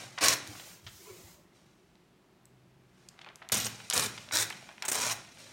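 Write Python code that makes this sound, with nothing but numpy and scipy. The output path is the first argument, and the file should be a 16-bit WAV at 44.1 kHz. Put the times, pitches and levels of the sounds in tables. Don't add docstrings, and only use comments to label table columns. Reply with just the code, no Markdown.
import sys
import numpy as np
from scipy import signal
from scipy.fft import rfft, irfft
from scipy.io import wavfile
from scipy.ndimage import uniform_filter1d, map_coordinates

SR = 44100
rng = np.random.default_rng(int(sys.argv[2]) if len(sys.argv) > 2 else 0)


def generate_wav(sig):
    pcm = np.round(np.clip(np.atleast_2d(sig).T, -1, 1) * 32767).astype(np.int16)
    wavfile.write(sys.argv[1], SR, pcm)


N = 243431
TIME = np.arange(N) / SR

# (start t/s, end t/s, level/dB, rise t/s, sag/dB per s, closing flick/dB,
# sheet drag level/dB)
TEAR_PULLS = [(0.206, 0.336, -22.5, 0.014, 47, -2, -56), (3.517, 3.665, -31, 0.0022, 70, 9, -47.5),
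              (3.944, 4.066, -24.5, 0.013, 88.5, -0.5, -49), (4.316, 4.44, -25.5, 0.018, 49.5, -6.5, -50.5),
              (4.932, 5.117, -32.5, 0.011, 8, 7.5, -52.5)]
# (f/Hz, width/Hz, boost/dB)
SHEET_RESONANCES = [(1655, 700, 1), (2410, 240, 3), (3934, 130, 4.5), (5600, 170, 4.5), (6810, 460, 2),
                    (8900, 1400, 5.5)]


def from_db(db):
    return 10 ** (np.asarray(db) / 20)


def rms_one(x):
    return x / np.sqrt(np.mean(x ** 2) + 1e-20)


def at_hz(points, hz):
    points = np.array(points)
    return np.interp(np.log(np.maximum(hz, 1)), np.log(points[:, 0]), points[:, 1])


def drift(rate_hz):
    lowpass = signal.butter(2, rate_hz, fs=SR, output="sos")
    noise = rng.standard_normal(N + SR)
    return rms_one(signal.sosfilt(lowpass, noise)[SR:])


def colour(x, spectrum, resonances=()):
    size = 8192
    hz = np.arange(size // 2 + 1) * SR / size
    db = at_hz(spectrum, hz)
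    for centre, width, top in resonances:
        db = db + top / (1 + (2 * (hz - centre) / width) ** 2)
    cepstrum = irfft(np.log(from_db(db)))[:size // 2]
    cepstrum[1:] *= 2
    response = irfft(np.exp(rfft(cepstrum, size)))
    return signal.oaconvolve(x, response / np.linalg.norm(response))[:N]


def grains(per_s, spread_db, limit=5.9):
    sizes = from_db(spread_db * np.minimum(rng.exponential(1, N), limit))
    signs = rng.choice([-1, 1], N)
    return rms_one(sizes * signs * (rng.random(N) < per_s / SR))


def ring(x, hz, q):
    return signal.lfilter(*signal.iirpeak(hz, max(q, 1), fs=SR), x + 1e-18)


def add(out, at, sound, peak_db):
    part = out[at:at + len(sound)]
    part += (sound * from_db(peak_db) / np.abs(sound).max())[:len(part)]


def swells(rows, shape=1):
    gains = []
    for s, db, rise_s, fall_s in rows:
        distance = np.maximum((s - TIME) / rise_s, (TIME - s) / fall_s)
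        gains.append(from_db(db) * np.exp(-distance ** shape))
    return np.linalg.norm(gains, axis=0)


def held(start, end, rise_s, release_s):
    attack = 1 - np.exp(-np.maximum(TIME - start, 0) / rise_s)
    return attack * np.exp(-np.maximum(TIME - end, 0) / release_s)


def background(rumble_db=-63.5, drone_hz=128, waver_hz=3):
    # (f/Hz, level/dB per Hz)
    rumble_colour = [(21, -49.5), (40, -7), (85, -10), (180, 0), (286, -10), (360, -3), (490, -16),
                     (602, -13.5), (2800, -23), (16000, -40)]
    # (t/s, level/dB, rise t/s, fall t/s)
    drone_swell = [(2.56, -60, 0.14, 0.51)]
    phase = 2 * np.pi * np.cumsum(drone_hz + waver_hz * drift(22.0)) / SR
    drone = np.sin(phase) * swells(drone_swell)
    return from_db(rumble_db) * colour(rng.standard_normal(N), rumble_colour) + drone


def room(x, first_s=0.0015, build_s=0.0031, t60_s=0.48, dull_hz=11500):
    # (f/Hz, level/dB)
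    tail_level = [(100, 0.5), (400, -8), (1500, -4.5), (5500, -12), (9000, -12.5), (15000, -4)]
    # (f/Hz, width/Hz, boost/dB)
    standing_wave = [(105.6, 16.9, -1)]
    t = np.arange(SR) / SR
    white, hz = rfft(rng.standard_normal(SR)), np.arange(SR // 2 + 1)
    edges, tail = np.geomspace(50, 18000, num=13), 0
    for low, high in zip(edges, edges[1:]):
        centre = np.sqrt(low * high)
        band_t60_s = t60_s / (1 + (centre / dull_hz) ** 3.0)
        decay = from_db(-60 * t / band_t60_s) * np.clip((t - first_s) / build_s, 0, 1)
        band = irfft(white * (hz >= low) * (hz < high), SR)
        tail = tail + from_db(at_hz(tail_level, centre)) * band * decay / np.linalg.norm(decay)
    return signal.fftconvolve(colour(x, [(1, 0)], standing_wave), tail)[:N]


def pats(waver_hz=18):
    # (t/s, peak level/dB, swell t/s, f/Hz)
    landings = [(0.498, -43.5, 0.0091, 118), (0.869, -47.5, 0.021, 100.9), (1.123, -58, 0.031, 119),
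                (1.252, -49, 0.0099, 105.8)]
    waver = np.cumsum(waver_hz * drift(41.6)) / SR
    out = np.zeros(N)
    for s, peak_db, swell_s, hz in landings:
        boom = np.sin(2 * np.pi * (hz * TIME + waver))
        out += from_db(peak_db) * np.exp(-np.abs(TIME - s) / swell_s) * boom
    return out


def sheet_motion(settle_s=0.24):
    # (t/s, level/dB, rise t/s, fall t/s)
    shifts = [(0.01, -45, 0.24, 0.06), (0.6, -53.5, 0.99, 0.13), (1.2, -65.5, 0.32, 0.14),
              (1.56, -68.5, 0.029, 0.25), (2.99, -69.5, 0.064, 0.29), (5.40, -53, 0.027, 0.43)]
    motions = [swells(shifts)]
    for start, end, _, rise_s, _, _, drag_db in TEAR_PULLS:
        motions.append(from_db(drag_db) * held(start, end, rise_s, settle_s))
    return np.linalg.norm(motions, axis=0)


def palm_rub(wander=0.07, wander_per_s=8.0, grip_db=3.5):
    # (f/Hz, width/Hz, level/dB)
    hollow = [(338, 75, -1), (547, 150, -5.5), (1004, 310, -6.5), (2050, 300, -8)]
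    out, stretch = 0, np.exp(wander * drift(wander_per_s))
    for hz, width, db in hollow:
        phase = 2 * np.pi * np.cumsum(hz * stretch) / SR
        band = drift(width / 2) * np.cos(phase) + drift(width / 2) * np.sin(phase)
        out = out + from_db(db + grip_db * drift(20)) * band
    return rms_one(out)


def sliding(flutter_db=1.5):
    # (f/Hz, level/dB per Hz)
    paper_colour = [(70, -26), (100, -0.5), (135, 3.5), (249, -5.5), (583, -9), (801, -25), (2170, -8.5),
                    (6150, -8.5), (16000, -29.5)]
    # (f/Hz, level/dB per Hz)
    hiss_colour = [(1000, -15), (3000, -9), (7000, -3.5), (10500, -10.5), (15000, -9.5), (17000, -11)]
    # (t/s, level/dB, rise t/s, fall t/s)
    palm_sweeps = [(0.66, -53, 0.21, 0.12), (1.0, -55.5, 0.15, 0.34), (1.29, -60, 0.042, 0.068)]
    # (t/s, level/dB, rise t/s, fall t/s)
    palm_presses = [(0.52, -51, 0.084, 0.034), (1.1, -53, 0.069, 0.16)]
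    drag = sheet_motion() * from_db(flutter_db * drift(66))
    paper = colour(drag * grains(14000, spread_db=-4.0), paper_colour, SHEET_RESONANCES)
    hiss = colour(swells(palm_sweeps, shape=3.2) * rng.standard_normal(N), hiss_colour)
    rub = swells(palm_presses) * palm_rub()
    return paper + hiss + rub


def crumpling(fingers_db=1.5, moving_db=-6, low_hz=620, high_hz=3400, clump_db=3.0, ring_q=2.3, count=12):
    # (t/s, level/dB before fingers_db, rise t/s, fall t/s)
    finger_swells = [(3.28, -54, 0.066, 0.04), (3.43, -57.5, 0.024, 0.077), (4.69, -56, 0.022, 0.044),
                     (4.845, -44, 0.015, 0.04)]
    clumps = from_db(clump_db * drift(60))
    pops = np.zeros(N)
    for hz in np.geomspace(low_hz, high_hz, count):
        pops += rms_one(ring(grains(260, spread_db=3.5) * clumps, hz, ring_q))
    pops = rms_one(signal.sosfilt(signal.butter(2, high_hz, fs=SR, output="sos"), pops))
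    fingers = from_db(fingers_db) * swells(finger_swells, shape=0.88)
    return pops * (fingers + from_db(moving_db) * sheet_motion())


def buckles(low_hz=650, overtone_ratio=1.57, ring_db=-0.5, ring_q=8.0, kinks_per_s=5000,
            shiver_db=-32, shiver_s=0.035):
    # (t/s, peak level/dB, f/Hz, swell t/s)
    buckle_pops = [(0.176, -24.5, 1880, 0.0058), (0.1833, -24, 3530, 0.0025), (0.5506, -41, 1400, 0.0018),
                   (0.5955, -36.5, 2580, 0.0027), (0.7136, -48, 1490, 0.0013), (0.864, -33, 3200, 0.007),
                   (3.19, -38, 2570, 0.0014), (3.213, -36.5, 3200, 0.003), (3.2458, -35.5, 2480, 0.00056),
                   (3.2624, -36, 1890, 0.0012), (3.2875, -35.5, 2810, 0.0012),
                   (3.4169, -37.5, 1400, 0.00235), (3.4242, -37.5, 2430, 0.0013),
                   (3.496, -32, 2140, 0.0017), (3.8005, -35, 2070, 0.0022), (3.9072, -19, 4000, 0.0027),
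                   (3.9254, -16, 3660, 0.0017), (4.176, -29.5, 2850, 0.0026), (4.288, -31, 2880, 0.00082),
                   (4.3097, -27.5, 2080, 0.0019), (4.503, -27.5, 1830, 0.0024), (4.525, -31, 3100, 0.0014),
                   (4.69, -36, 2450, 0.00067), (4.7798, -35, 2130, 0.0012), (4.822, -23, 2310, 0.0016),
                   (5.371, -42, 2500, 0.0012)]
    out, t = np.zeros(N), np.arange(SR // 8) / SR
    for s, peak_db, hz, swell_s in buckle_pops:
        swell = t / swell_s * np.exp(1 - t / swell_s)
        shape = swell + from_db(shiver_db) * np.exp(-t / shiver_s)
        kinks = rng.standard_normal(len(t)) * (rng.random(len(t)) < kinks_per_s / SR)
        kinks[round(swell_s * SR)] = 2
        patch = signal.butter(3, [low_hz, min(hz * overtone_ratio, 15000)], "band", fs=SR, output="sos")
        pop = signal.sosfilt(patch, shape * kinks)
        add(out, round(s * SR), pop + from_db(ring_db) * ring(pop, hz, ring_q), peak_db)
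    return out


def cracks(width_ratio=1.65, body_db=-12, body_hz=(900, 2500)):
    # (t/s, peak level/dB, 60 dB decay t/s, centre f/Hz)
    crack_times = [(0.25, -14, 0.002, 5000), (0.2836, -6, 0.0088, 5100), (0.475, -32.5, 0.0047, 6460),
                   (1.955, -50, 0.0072, 3000), (2.4549, -44, 0.0053, 7070), (3.0872, -36, 0.016, 4800),
                   (3.3575, -31, 0.0056, 5570), (3.4893, -27.5, 0.0028, 5500), (3.521, -10.5, 0.0024, 7000),
                   (3.555, -15, 0.0012, 6500), (3.572, -15.5, 0.0017, 5660), (3.603, -17, 0.0015, 5040),
                   (3.648, -19.5, 0.002, 4940), (3.9002, -13, 0.0092, 5560), (3.956, -23, 0.008, 6500),
                   (3.978, -8, 0.0025, 5450), (3.9965, -13, 0.0022, 4900), (4.356, -10, 0.0031, 6000),
                   (4.371, -10, 0.0041, 5600), (4.502, -22.5, 0.0017, 4950), (4.8235, -22.5, 0.016, 4650)]
    out, t = np.zeros(N), np.arange(SR // 8) / SR
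    body = signal.butter(2, body_hz, "band", fs=SR, output="sos")
    for s, peak_db, length_s, hz in crack_times:
        crackle = rng.standard_normal(len(t)) * from_db(-60 * t / length_s) + 1e-18
        band_hz = [hz / width_ratio, min(hz * width_ratio, 16000)]
        edge = signal.butter(2, band_hz, "band", fs=SR, output="sos")
        crack = signal.sosfilt(edge, crackle) + from_db(body_db) * signal.sosfilt(body, crackle)
        add(out, round(s * SR), crack, peak_db)
    return out


def fibres(per_s, spread_db, slip_db, fuzz_db=-12, slips_per_s=260, slip_s=0.00093):
    snaps = grains(per_s, spread_db) + from_db(fuzz_db) * rng.standard_normal(N)
    slip_starts = rng.random(N) < slips_per_s / SR
    slips = signal.lfilter([1], [1, -np.exp(-1 / (slip_s * SR))], slip_starts)
    snaps *= from_db(slip_db * np.minimum(rms_one(slips - slips.mean()), 2))
    return snaps / np.sqrt(uniform_filter1d(snaps ** 2, size=1100) + 1e-9)


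def fibre_bundles(per_s=45, low_hz=1800, high_hz=11000, ring_q=2.5, count=6):
    out = np.zeros(N)
    for hz in np.geomspace(low_hz, min(high_hz, 15000), count):
        out += ring(grains(per_s, spread_db=1.5), hz, ring_q)
    return rms_one(out)


def jerks(rise_s=0.00069, release_s=0.004):
    # (start t/s, length t/s, level/dB)
    jerk_bursts = [(0.237, 0.011, -24), (3.52, 0.0085, -25), (3.541, 0.0061, -27), (3.573, 0.0089, -30),
                   (3.652, 0.01, -35.5), (3.933, 0.009, -25.5), (4.85, 0.0094, -35), (4.881, 0.0095, -27),
                   (4.895, 0.0076, -36), (4.9155, 0.0063, -25), (4.928, 0.0029, -27.5),
                   (4.951, 0.0058, -28.5), (5.111, 0.016, -37)]
    # (f/Hz, level/dB per Hz)
    burst_colour = [(75, -30), (115, -10), (500, -1.5), (2500, -4), (4700, -7.5), (6600, 1), (9300, -1.5),
                    (10600, -11.5), (16000, -9.5)]
    force = sum(from_db(db) * held(s, s + length_s, rise_s, release_s) for s, length_s, db in jerk_bursts)
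    snaps = fibres(per_s=7000, spread_db=2.0, slip_db=0) * force
    return colour(snaps, burst_colour, SHEET_RESONANCES)


def near_echoes(x, gain=.38):
    out = x.copy()
    dulled = signal.sosfilt(signal.butter(1, 10000, fs=SR, output="sos"), x)
    for k, lag_s in enumerate((.0015, .0026, .0041, .0059)):
        path = lag_s * SR * np.exp(.2 * drift(1.5))
        echo = map_coordinates(dulled, [np.arange(N) - path], order=3)
        out += gain * (-1) ** k * echo
    return out * np.std(x) / np.std(out)


def tearing(treble_lift_db=0.5, treble_hz=4500, lowest_hz=97, flicker_db=2.0, flick_s=0.0035,
            release_s=0.0071):
    # (f/Hz, level/dB per Hz)
    strip_1 = [(108, -4.5), (244, -13.5), (293, 0), (872, -8), (1150, -4), (2430, -4.5), (3330, -8),
               (5370, -3.5), (9700, -14.5), (16000, -20.5)]
    strip_2 = [(105, -4), (145, 0.5), (744, -14), (1230, -12.5), (2430, -13), (3110, -7.5), (4800, -10.5),
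               (6300, -7), (10600, -24.5), (14000, -12.5), (16000, -30)]
    strip_3 = [(103, -3.5), (170, -8.5), (293, -5.5), (664, -11), (1370, -9), (2840, -11), (8860, -12),
               (16000, -25)]
    strip_4 = [(100, -3), (190, -25), (370, 2), (800, -11.5), (1500, -1), (2100, -4.5), (3100, -12),
               (3750, 0), (4400, -6.5), (5500, -2.5), (8600, -7.5), (10600, -15.5), (16000, -14)]
    strip_5 = [(95, -2), (190, -17), (400, -6.5), (620, -1), (1700, -6.5), (2900, -8.5), (4800, -7.5),
               (6000, -3), (7300, -7.5), (10600, -14.5), (16000, -21)]
    # (snaps per s, size spread/dB, stick-slip depth/dB, coarse bundles level/dB)
    fibre_texture = [(6360, 1.5, 2, -11), (2960, 4.5, 3.5, -4), (3660, 2, 2, -8.5), (4240, 3.5, -1.5, -12),
                     (3940, 3, 3, -5)]
    out, bundles = np.zeros(N), fibre_bundles()
    treble = signal.butter(1, min(treble_hz, 15000), "high", fs=SR, output="sos")
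    strips = (strip_1, strip_2, strip_3, strip_4, strip_5)
    for pull, strip, (*texture, bundles_db) in zip(TEAR_PULLS, strips, fibre_texture):
        start, end, db, rise_s, sag_db_per_s, flick_db, _ = pull
        t = np.clip(TIME, start, end)
        force_db = db - sag_db_per_s * (t - start) + flick_db * np.exp((t - end) / flick_s)
        force = from_db(force_db) * held(start, end, rise_s, release_s)
        lift_db = treble_lift_db * np.interp(TIME, [start, end], [-1, 1])
        brightness = from_db(lift_db + flicker_db * drift(36))
        snaps = (fibres(*texture) + from_db(bundles_db) * bundles) * force + 1e-18
        snaps = snaps + (brightness - 1) * signal.sosfilt(treble, snaps)
        out += colour(snaps, strip, SHEET_RESONANCES)
    return signal.sosfilt(signal.butter(4, lowest_hz, "high", fs=SR, output="sos"), out)


def scene():
    paper = tearing() + crumpling() + sliding()
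    knocks = jerks() + cracks() + buckles() + pats()
    return (near_echoes(paper) + knocks + room(paper + knocks) + background())[None]


def record(dry, cutoff_hz=16050):
    return signal.sosfilt(signal.ellip(10, .2, 80, cutoff_hz, fs=SR, output="sos"), dry)


dry = scene()
out = record(dry)
generate_wav(out)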